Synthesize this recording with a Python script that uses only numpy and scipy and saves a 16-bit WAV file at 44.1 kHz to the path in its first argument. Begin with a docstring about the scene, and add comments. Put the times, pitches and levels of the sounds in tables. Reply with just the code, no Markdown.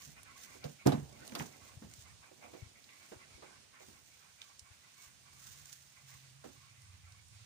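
"""First you hear outdoor hiss, rumbling traffic and raspy bursts far off, with clothes rustling close by.
A hand pulls the handle of a parked car: the latch clacks and scrapes, and the door swings and takes
light knocks that make its panel ring. Keys tick, feet and the door seal rub, and air puffs on the
microphone. Near the end a hum swells and a far engine throbs. The microphone has two openings (ports):
the left one hears the scene earlier and, above the deep bass, softer and duller."""
import sys
import numpy as np
from scipy import signal
from scipy.fft import rfft, irfft, next_fast_len
from scipy.io import wavfile

SR = 44100
rng = np.random.default_rng(int(sys.argv[2]) if len(sys.argv) > 2 else 0)


def dump_mix(stems):
    """Bounce the given channels to the path in sys.argv[1] as a 16-bit WAV at rate SR."""
    frames = np.atleast_2d(stems).T  # one column per channel
    limited = np.clip(frames, -1, 1)  # hard clip at full scale
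    pcm = np.round(limited * 32767).astype(np.int16)
    wavfile.write(sys.argv[1], SR, pcm)


N = 328853

# Levels in the tables are relative. A "colour" says how strong a noise is at each pitch.
# The colour of the outdoor hiss. Each row: pitch in Hz, level in dB.
AIR_COLOUR = [(15, -27), (25, -11), (44, -14.5), (91, -10.5), (133, 1.5), (275, -17), (435, -14),
              (1120, -12), (1770, -10), (2320, -9), (2800, -9), (6280, -8), (9160, -11), (13700, -31),
              (15700, -13)]
# How loud the traffic is. Each row: time in seconds, level in dB.
TRAFFIC_LEVELS = [(0.0, -66), (0.8, -73.5), (1.02, -55), (1.35, -69), (1.8, -68), (2.06, -61.5),
                  (2.32, -79), (2.7, -68), (2.85, -75), (3.95, -75), (4.1, -78.5), (5.11, -82), (5.52, -68),
                  (5.98, -77.5), (6.17, -70), (6.3, -74.5), (7.1, -69), (7.46, -71)]
# Far raspy bursts. Each row: start in seconds, hold in seconds, level of the lower part in dB,
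# level of the upper part in dB, centre of the upper part in Hz.
RASP_BURSTS = [(0.0, 0.029, -66, -64, 2100), (0.174, 0.0098, -56.5, -57, 2070),
               (.262, .02, -64, -60.5, 2140), (.305, .02, -69, -67, 2100), (.36, 0.043, -66, -67, 2080),
               (.44, 0.022, -67, -67.5, 2150), (.49, 0.0075, -68, -60, 2110), (.525, .04, -66.5, -62, 2130),
               (.635, 0.0071, -57, -56.5, 2040), (.8, 0.017, -67, -56.5, 2370),
               (1.13, 0.065, -69, -70, 2240), (1.212, 0.069, -65.5, -69, 2180),
               (1.45, 0.045, -67, -73.5, 2140), (1.535, 0.0105, -69, -58.5, 2290),
               (1.62, 0.1, -65, -64, 2400), (1.91, 0.02, -73, -69, 2286), (2.06, 0.0383, -63, -66.5, 2310),
               (2.23, 0.033, -60.5, -60.5, 2250), (2.425, 0.037, -62.5, -59, 2250),
               (2.54, 0.11, -71, -64.5, 2375), (2.76, 0.025, -74, -62, 2270),
               (2.89, .06, -73.5, -64.5, 2100), (3.01, 0.042, -65.5, -62.5, 2220),
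               (3.12, 0.011, -67, -76.5, 2220), (3.195, 0.0377, -62, -65.5, 2140),
               (3.305, .05, -72, -68, 2165), (3.44, 0.1244, -65, -68, 2250),
               (3.74, 0.094, -65.5, -66, 2267), (3.94, 0.032, -65, -66, 2450),
               (4.12, .03, -75.5, -69.5, 2310), (4.22, 0.089, -71, -71.5, 2250),
               (4.399, .04, -68.5, -61, 2420), (4.5, 0.021, -66.5, -74, 2230),
               (4.655, 0.083, -67.5, -70, 2280), (4.846, .04, -68, -65, 2320), (4.97, 0.11, -69, -70, 2230),
               (5.26, .45, -70.5, -73.5, 2280), (5.968, 0.027, -66.5, -62, 2190),
               (6.085, .05, -69, -67.5, 2000), (6.23, 0.0166, -79, -66, 2120),
               (6.44, 0.012, -65.5, -84, 2080), (6.56, 0.39, -74.5, -71.5, 2330),
               (7.04, 0.15, -74, -67.5, 2430), (7.33, 0.077, -77, -70, 2370)]
# The rasp's resonances, a lower list and an upper list. Each row: pitch in Hz, width in Hz, level in dB.
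RASP_RESONANCES = [
    [(860, 700, -2.5), (1117, 260, 2), (1322, 200, 0), (1478.4, 320, 1.5), (1784, 500, -1)],
    [(2037, 220, 1.3), (2219.2, 128, -0.5), (2353, 210, -5.5), (2600, 150, -11.5)],
]
# How loudly the door seal and feet rub. Each row: time in seconds, level in dB.
SHUFFLE_LEVELS = [(0.0, -72), (0.64, -68), (0.79, -74), (1.04, -63.5), (1.33, -58.5), (1.37, -47),
                  (1.52, -63.5), (1.83, -71), (2.3, -76), (2.47, -61.5), (2.62, -73), (2.91, -73.5),
                  (3.4, -69.5), (3.9, -78), (4.01, -74), (4.19, -83.5), (5.34, -77.5), (7.46, -95)]
# The colour of that rubbing. Each row: pitch in Hz, level in dB.
SHUFFLE_COLOUR = [(120, -26), (220, 1), (400, -4), (700, -5), (1000, -13), (2000, -37.5)]
# Swishes of cloth. Each row: peak time in seconds, level in dB, milliseconds to rise 10 dB,
# milliseconds to fall 10 dB.
CLOTH_SWISHES = [(0.056, -52.5, 150, 59), (0.438, -48.5, 50, 26), (0.555, -58.5, 74, 46.5),
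                 (1.285, -59, 120.5, 52), (1.395, -49.5, 31, 84), (1.681, -63.5, 121, 78),
                 (1.991, -57, 110, 47), (2.601, -66, 300, 43), (3.105, -62, 248.5, 31),
                 (5.025, -56, 62, 61), (5.481, -53, 91, 261.5), (5.735, -53.5, 28.5, 26),
                 (6.085, -55, 11, 91)]
# Metal scraping in the latch and hinge. Each row: peak time in seconds, level in dB,
# seconds to fall 10 dB (the rows where this is negative are silent).
METAL_SCRAPES = [(0.639, -58, 0.1228), (0.868, -58.5, 0.1342), (0.918, -44, -0.0259), (3.799, -63.5, 0.6),
                 (4.417, -65, .08), (4.593, -65, -0.4), (6.443, -62, 0.14)]
# The colour of both swishes and scrapes. Each row: pitch in Hz, level in dB.
RUSTLE_COLOUR = [(880, -35), (1500, -8), (2010, -7), (2240, -15), (2730, -8), (5070, -6), (6420, 0.5),
                 (7080, -2.5), (12800, -16), (14800, -4), (15700, -3.5)]
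# Blows on the door. Each row: start in seconds, level in dB, favoured pitch in Hz,
# share of the full ring time, level of the thud against the ring in dB.
DOOR_BLOWS = [(0.068, -46.5, 151, 0.94, -13), (0.549, -41.5, 342, 0.6, -26), (0.642, -29.5, 590, 0.54, -41),
              (0.649, -31.5, 150, 0.527, -13.5), (0.69, -42.5, 148, 0.55, -11), (0.853, -41, 310, 1, -1.5),
              (0.861, -1.5, 309, 0.45, -29), (0.868, -27, 712.3, 0.64, -15), (0.868, -18, 157, 0.77, -11),
              (0.883, -20, 141, 0.41, -14), (0.919, -19.5, 697, 0.36, -26.5),
              (0.925, -38.5, 3872, 0.47, -18), (0.927, -15, 297, 0.2, -20), (0.937, -15.5, 211, 0.72, -27),
              (0.976, -27, 206, 0.6, -20), (1.019, -40, 152, 0.71, -12.5), (1.22, -48, 238, 0.42, -5),
              (1.318, -43.5, 152, 0.99, -3), (1.35, -37.5, 900, 0.59, -6), (1.396, -31, 141.6, 0.47, -8.5),
              (1.409, -32, 165, 0.6, -8.5), (1.817, -45, 155, 0.92, -2.5), (2.312, -42, 340, 0.38, -16),
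              (2.419, -52.5, 560, 0.51, -4.5), (2.438, -43.5, 730, 0.94, -17), (2.532, -40, 337, 1, -12),
              (3.116, -37, 325, 0.59, -10), (3.375, -45.5, 343, 0.51, -31.5), (3.419, -45, 358, 0.99, -9.5),
              (3.8, -47.5, 394, 0.95, -15), (3.882, -48, 243.5, 0.666, -11),
              (4.418, -45.5, 3120, 0.59, -16), (6.44, -36, 448, 0.36, -20.5), (6.447, -47, 203, 0.99, -4),
              (6.485, -59, 600, 0.92, -9)]
# The notes the door panel rings at. Each row: pitch in Hz, level in dB, full seconds to fade 60 dB.
PANEL_NOTES = [(74.6, -14, .4), (139.4, -16.5, 1), (148.78, 4, 0.22), (166.8, -8.5, 0.22),
               (206, -2.5, 0.12), (227, 3, 0.1), (277.5, -5.5, 0.28), (325.1, 0.5, 0.14),
               (371.5, -5.5, 0.44), (459.5, -4.5, 0.33), (501, -1, 0.32), (514.2, -1.5, 0.13),
               (575, -8, 0.45), (708.4, -4.5, 0.19), (810, -13, 0.17), (910, -8.5, 0.094), (1100, -16, .15),
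               (1303, -27.5, .1), (1580, -15.5, .1), (1944, -22.5, .1), (2370, -48.5, .08),
               (3090, -23, 0.14), (3858, -24.5, .09)]
# Latch, key and trim clicks. Each row: start in seconds, level in dB, centre pitch in Hz,
# tail against the crack in dB, wide hiss against the pitched noise in dB.
CLICKS = [(0.2314, -38, 9100, -21.5, 7), (0.546, -57, 6340, -12, -10), (0.564, -56.5, 6210, -12, -10),
          (0.6405, -42, 3900, -0.5, -3), (0.862, -27, 640, -3, -9), (0.863, -45, 4620, -16, -7),
          (0.8705, -23, 5250, -9.5, -2.5), (0.873, -27, 704, -9.5, -24), (0.9195, -39, 3780, -2, -5),
          (0.92, -30, 762.5, -5.5, -23), (0.939, -38.5, 713, -4, -26), (1.0294, -50.5, 8410, -20, -14),
          (1.126, -50, 6000, -7, -15.5), (1.2044, -49, 7320, -13, -7.5), (1.269, -44, 6900, -19.5, -11.5),
          (1.277, -35, 8450, -29, -3), (1.277, -39, 4100, -23, -18.5), (1.295, -45, 2830, -8.5, 3),
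          (1.321, -40.5, 1750, -19, -16), (1.351, -37, 1000, -21, -26), (1.3513, -26.5, 3820, -10.5, -1),
          (1.3905, -36, 6400, -9, -9.5), (1.397, -34, 1850, -4, -8), (1.406, -35, 890, -7.5, -25),
          (1.9135, -44, 6300, -18, -10), (1.9365, -40.5, 6630, -9.5, -2), (2.022, -43, 6950, -18, -11),
          (2.8414, -46, 3690, -15, -16.5), (2.89, -53.5, 2070, -3, -20), (3.422, -45, 880, -7.5, -20),
          (4.4164, -34.5, 3280, -16.5, -13), (4.593, -40.5, 6100, -5.5, -19),
          (5.656, -41, 6190, -15.5, -19), (6.4416, -54.5, 3050, -12, -17.5),
          (6.819, -49.5, 7280, -14.5, -9), (7.121, -48, 5200, -9, -9), (7.283, -51, 8800, -12, -9)]
# Puffs of air on the microphone. Each row: start in seconds, level in dB, pitch in Hz.
AIR_PUFFS = [(1.767, -45.5, 110.8), (1.981, -52, 97.7), (2.62, -41.5, 102), (2.656, -52, 87.5),
             (3.157, -53.5, 96.9), (3.341, -54, 70), (4.613, -57.5, 74), (4.703, -55, 89.8),
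             (5.06, -63, 72.3)]
# The swelling hum. Each row: time in seconds, pitch in Hz, level in dB.
HUM_CURVE = [(5.1, 132, -90), (5.2, 131.6, -74), (5.58, 134.2, -70), (5.95, 134.5, -79), (6.04, 132.3, -67),
             (6.36, 133.6, -63.5), (6.53, 133.3, -74), (6.72, 131.8, -70), (6.82, 125, -67),
             (7.0, 121, -87.5)]
# The far engine. Each row: time in seconds, pitch in Hz, level in dB.
ENGINE_CURVE = [(6.6, 116.3, -73.5), (6.7, 107.6, -67), (6.77, 106.2, -73), (6.82, 96.73, -65),
                (6.95, 92.8, -60), (7.0, 92.65, -82), (7.04, 94, -59.5), (7.09, 91.5, -57),
                (7.18, 108.3, -73.5), (7.457, 106.3, -57.5)]
# How alike noise is at the two ports. Each row: pitch in Hz, likeness from 0 to 1.
PORT_LIKENESS = [(60, 0.33), (250, 0.52), (700, 0.11), (1500, 0.13), (8000, 0.067)]
# How the left port colours the sound. Each row: pitch in Hz, left level minus right level in dB.
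LEFT_COLOUR = [(40, 3), (110, -4), (200, -2), (380, -8.5), (700, -5.5), (1290, -6), (2380, -3),
               (4400, -3.5), (8000, -9.5), (9800, -2), (10900, -17), (15000, -22.5)]
# How much later the right port hears. Each row: pitch in Hz, delay in seconds.
RIGHT_DELAY = [(200, 0.00072), (700, 0.0011), (1300, 0.0012), (4000, 0.001092)]


def from_db(db):
    """Turn decibels into a number to multiply a sound by."""
    return 10 ** (np.asarray(db) / 20)


def rms_one(x):
    """Scale a sound so that its average strength (rms) is 1."""
    return x / np.sqrt(np.mean(x ** 2) + 1e-20)


def in_time(rows):
    """Join rows that begin with a time by straight lines: one curve for each further column."""
    times, *columns = np.transpose(rows)
    return [np.interp(np.arange(N) / SR, times, column) for column in columns]


def at_hz(points, hz):
    """Read a table of pitches and values at any pitch, with octaves evenly spaced."""
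    pitches, values = np.transpose(points)
    return np.interp(np.log(hz + 1), np.log(pitches), values)


def filtered(x, gain):
    """Multiply each frequency in a sound by gain(hz)."""
    size = next_fast_len(x.shape[-1])
    hz = np.arange(size // 2 + 1) * SR / size
    return irfft(rfft(x, size) * gain(hz), size)[..., :x.shape[-1]]


def coloured(x, colour):
    """Make pitches louder or softer as a colour table says."""
    return filtered(x, lambda hz: from_db(at_hz(colour, hz)))


def drift(rate_hz):
    """A smooth random wander, about 1 in size; a higher rate wanders faster."""
    step, settle = 40, 2000  # samples per random value; values skipped while the smoothing settles
    pole = np.exp(-2 * np.pi * step * rate_hz / SR)
    noise = rng.standard_normal(N // step + settle + 2)
    slow = signal.lfilter([1], [1, -2 * pole, pole * pole], noise)[settle:]
    return np.interp(np.arange(N) / step, np.arange(len(slow)), rms_one(slow))


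def resonate(x, hz, width_hz):
    """A resonance: let through a band around one pitch and weaken the rest."""
    r = np.exp(-np.pi * width_hz / SR)
    feedback = [1, -2 * r * np.cos(2 * np.pi * hz / SR), r * r]
    return signal.lfilter([(1 - r * r) / 2, 0, (r * r - 1) / 2], feedback, x)


def add(out, start_s, sound):
    """Mix a sound into out at a given time."""
    at = round(start_s * SR)
    out[..., at:at + sound.shape[-1]] += sound[..., :N - at]


def stereo_noise(size):
    """White noise for both ports, partly alike in the bass and hardly alike in the treble."""
    right, other = rng.standard_normal((2, size))
    likeness = lambda hz: np.clip(at_hz(PORT_LIKENESS, hz), 0, 1)
    left = filtered(right, likeness) + filtered(other, lambda hz: np.sqrt(1 - likeness(hz) ** 2))
    return np.array([left, right])


def shaped(noise, envelope):
    """Make noise follow a loudness curve (an envelope) and carry that curve's energy."""
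    return rms_one(noise * envelope) * np.sqrt(np.mean(envelope ** 2))


def swells(events, rest_db):
    """A resting loudness with swells on top; rise and fall are in seconds per 10 dB."""
    out = np.full(N, from_db(rest_db))
    for peak_s, db, rise, hold, fall in events:
        start = max(peak_s - 4 * rise, 0)
        t = np.arange(start - peak_s, hold + 4 * fall, 1 / SR)
        add(out, start, from_db(db + 10 * np.minimum(t, 0) / rise - 10 * np.maximum(t - hold, 0) / fall))
    return out


def outdoor_air():
    """Outdoor hiss that swells both as a whole and in patches an octave wide."""
    hiss = coloured(stereo_noise(N), AIR_COLOUR)
    shared_swell = drift(2.8)
    out = 0
    for octave in range(5, 15):
        band = filtered(hiss, lambda hz: np.clip(1 - np.abs(np.log2(hz + 1) - octave), 0, 1))
        out = out + band * from_db(0.7 * shared_swell + 1.3 * drift(5))
    return from_db(-63) * rms_one(out)


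def traffic():
    """Traffic rumbles as a low band of noise with a lumpy loudness."""
    hz, width_hz = 83, 46.5
    rumble = resonate(resonate(stereo_noise(N), hz, width_hz), hz, 2 * width_hz)
    level_db, = in_time(TRAFFIC_LEVELS)
    return from_db(level_db + 2.65 * drift(5.6)) * rms_one(rumble)


def far_rasp():
    """Bursts of noise through two groups of resonances, each resonance wavering in loudness."""
    rise_s, fall_s = 0.013, 0.03
    noise = stereo_noise(N)
    lower_level = swells([(s, db, rise_s, hold, fall_s) for s, hold, db, _, _ in RASP_BURSTS], -85)
    upper_level = swells([(s, db, rise_s, hold, fall_s) for s, hold, _, db, _ in RASP_BURSTS], -85)

    def band(hz, width_hz, db):
        ringing = resonate(resonate(noise, hz, width_hz), hz, width_hz)
        return from_db(db + 3.0 * drift(10)) * rms_one(ringing)

    lower_rows, upper_rows = RASP_RESONANCES
    lower = rms_one(sum(band(*row) for row in lower_rows))
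    # Upper resonances stand out when the moving centre pitch comes near them.
    centre_hz, = in_time([(s + hold / 2, hz) for s, hold, _, _, hz in RASP_BURSTS])
    weights = [from_db(-24 * np.abs(np.log2(hz / centre_hz))) for hz, _, _ in upper_rows]
    upper = sum(weight * band(*row) for weight, row in zip(weights, upper_rows))
    upper /= np.sqrt(sum(np.square(weights)))
    return lower_level * lower + upper_level * upper


def shuffle():
    """Feet and the door seal rub, making a dull, uneven noise."""
    noise = coloured(stereo_noise(N), SHUFFLE_COLOUR)
    level_db, = in_time(SHUFFLE_LEVELS)
    return from_db(level_db + 1.2 * drift(31)) * rms_one(noise)


def rustle_and_scrapes():
    """Rubbing makes grainy noise: cloth swells and fades, while metal starts at once and dies away."""
    grains = from_db(3.8 * np.minimum(rng.exponential(1, N), 5))
    noise = coloured(stereo_noise(N) * grains, RUSTLE_COLOUR)
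    swishes = [(s, db, rise_ms / 1000, 0, fall_ms / 1000) for s, db, rise_ms, fall_ms in CLOTH_SWISHES]
    scrapes = [(s, db, 0.002, 0, fall_s) for s, db, fall_s in METAL_SCRAPES]
    return swells(swishes + scrapes, rest_db=-72) * from_db(2.1 * drift(40)) * rms_one(noise)


def door_knocks():
    """Each blow rings the panel most near its favoured pitch; the trim adds a thud of dying noise."""
    out, t = np.zeros((2, N)), np.arange(SR // 2) / SR
    note_hz, note_db, fade_s = np.transpose(PANEL_NOTES)[:, :, None]
    uneven_db = 2.0 * rng.standard_normal((len(DOOR_BLOWS), len(PANEL_NOTES), 1))
    for (start, db, blow_hz, ring_share, thud_db), chance_db in zip(DOOR_BLOWS, uneven_db):
        octaves_away = np.abs(np.log2(note_hz / blow_hz))
        strength = from_db(note_db + chance_db - 19.3 * octaves_away)
        fade = from_db(-60 * t / (fade_s * ring_share))
        ring = np.sum(strength * fade * np.sin(2 * np.pi * note_hz * t), axis=0)
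        thud_noise = resonate(stereo_noise(len(t)), 1.33 * blow_hz, 0.65 * blow_hz)
        thud = shaped(thud_noise, from_db(thud_db - 60 * t / (0.2653 * ring_share)))
        contact_s = 0.0015 * (300 / blow_hz) ** 0.79  # higher blows have a shorter contact
        onset = (1 - np.exp(-t / contact_s)) ** 2
        add(out, start, from_db(db + 1) * (ring / np.abs(ring).max() + thud) * onset)
    return out


def clicks():
    """The latch, keys and trim click: a very short crack of noise, then a fainter tail."""
    out, t = np.zeros((2, N)), np.arange(SR // 6) / SR
    crack_s = 0.0069  # time to fade 60 dB
    for start, db, hz, tail_db, hiss_db in CLICKS:
        tail_s = 0.064 * (4000 / hz) ** 0.6  # lower clicks last longer
        noise = stereo_noise(len(t))
        pitched = rms_one(resonate(resonate(noise, hz, 0.88 * hz), hz, 0.88 * hz))
        hiss = from_db(hiss_db) * signal.lfilter([1, -1], [1, -0.8], noise)
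        envelope = from_db(-60 * t / crack_s) + from_db(tail_db - 60 * t / tail_s)
        add(out, start, from_db(db - 4.5) * shaped(pitched + hiss, envelope))
    return out


def air_puffs():
    """Each puff is about a wave and a half of air pressure, mostly on the left port."""
    out, port_gains = np.zeros((2, N)), from_db([[5], [-5]])
    for start, db, hz in AIR_PUFFS:
        cycles_from_peak = np.arange(round(3 * SR / hz)) * hz / SR - 0.9
        push = np.cos(2 * np.pi * cycles_from_peak) * np.exp(-(cycles_from_peak / 0.69) ** 2)
        add(out, start, from_db(db) * push * port_gains)
    return out


def throbbing_tone(rows, flutter_depth, throb_depth):
    """The hum or the far engine: one wavering low tone that throbs about 18 times a second."""
    (start, first_hz, _), (end, last_hz, _) = rows[0], rows[-1]
    # Before and after its curve the tone fades until it is too quiet to hear.
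    hz, db = in_time([(start - 0.1, first_hz, -100)] + rows + [(end + 0.1, last_hz, -100)])
    throb = 1 + throb_depth * np.sin(2 * np.pi * np.cumsum(18 + 2.7 * drift(3)) / SR)
    flutter = 1 + flutter_depth * drift(25)
    tone = np.sqrt(2) * np.sin(2 * np.pi * np.cumsum(hz + 5.0 * drift(12)) / SR)
    return from_db(db) * flutter * throb * tone


def scene():
    """Mix the sounds, colour the left side and delay the right, then add the puffs at the ports."""
    mix = door_knocks() + clicks() + rustle_and_scrapes() + far_rasp() + shuffle() + traffic()
    hum = throbbing_tone(HUM_CURVE, flutter_depth=0.2, throb_depth=0.15)
    engine = throbbing_tone(ENGINE_CURVE, flutter_depth=0.3, throb_depth=0.7)
    mix += hum + engine + outdoor_air()
    left = coloured(mix[0], LEFT_COLOUR)
    right = filtered(mix[1], lambda hz: np.exp(-2j * np.pi * hz * at_hz(RIGHT_DELAY, hz)))
    return np.array([left, right]) * from_db(2) + air_puffs()


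def record(dry):
    """The microphone drops the deepest bass, and the highest treble is cut steeply."""
    bass_cut = signal.butter(2, 52, "high", fs=SR, output="sos")
    treble_cut = signal.cheby2(16, 70, 16000, fs=SR, output="sos")
    return signal.sosfilt(treble_cut, signal.sosfilt(bass_cut, dry))


dry = scene()
out = record(dry)
dump_mix(out)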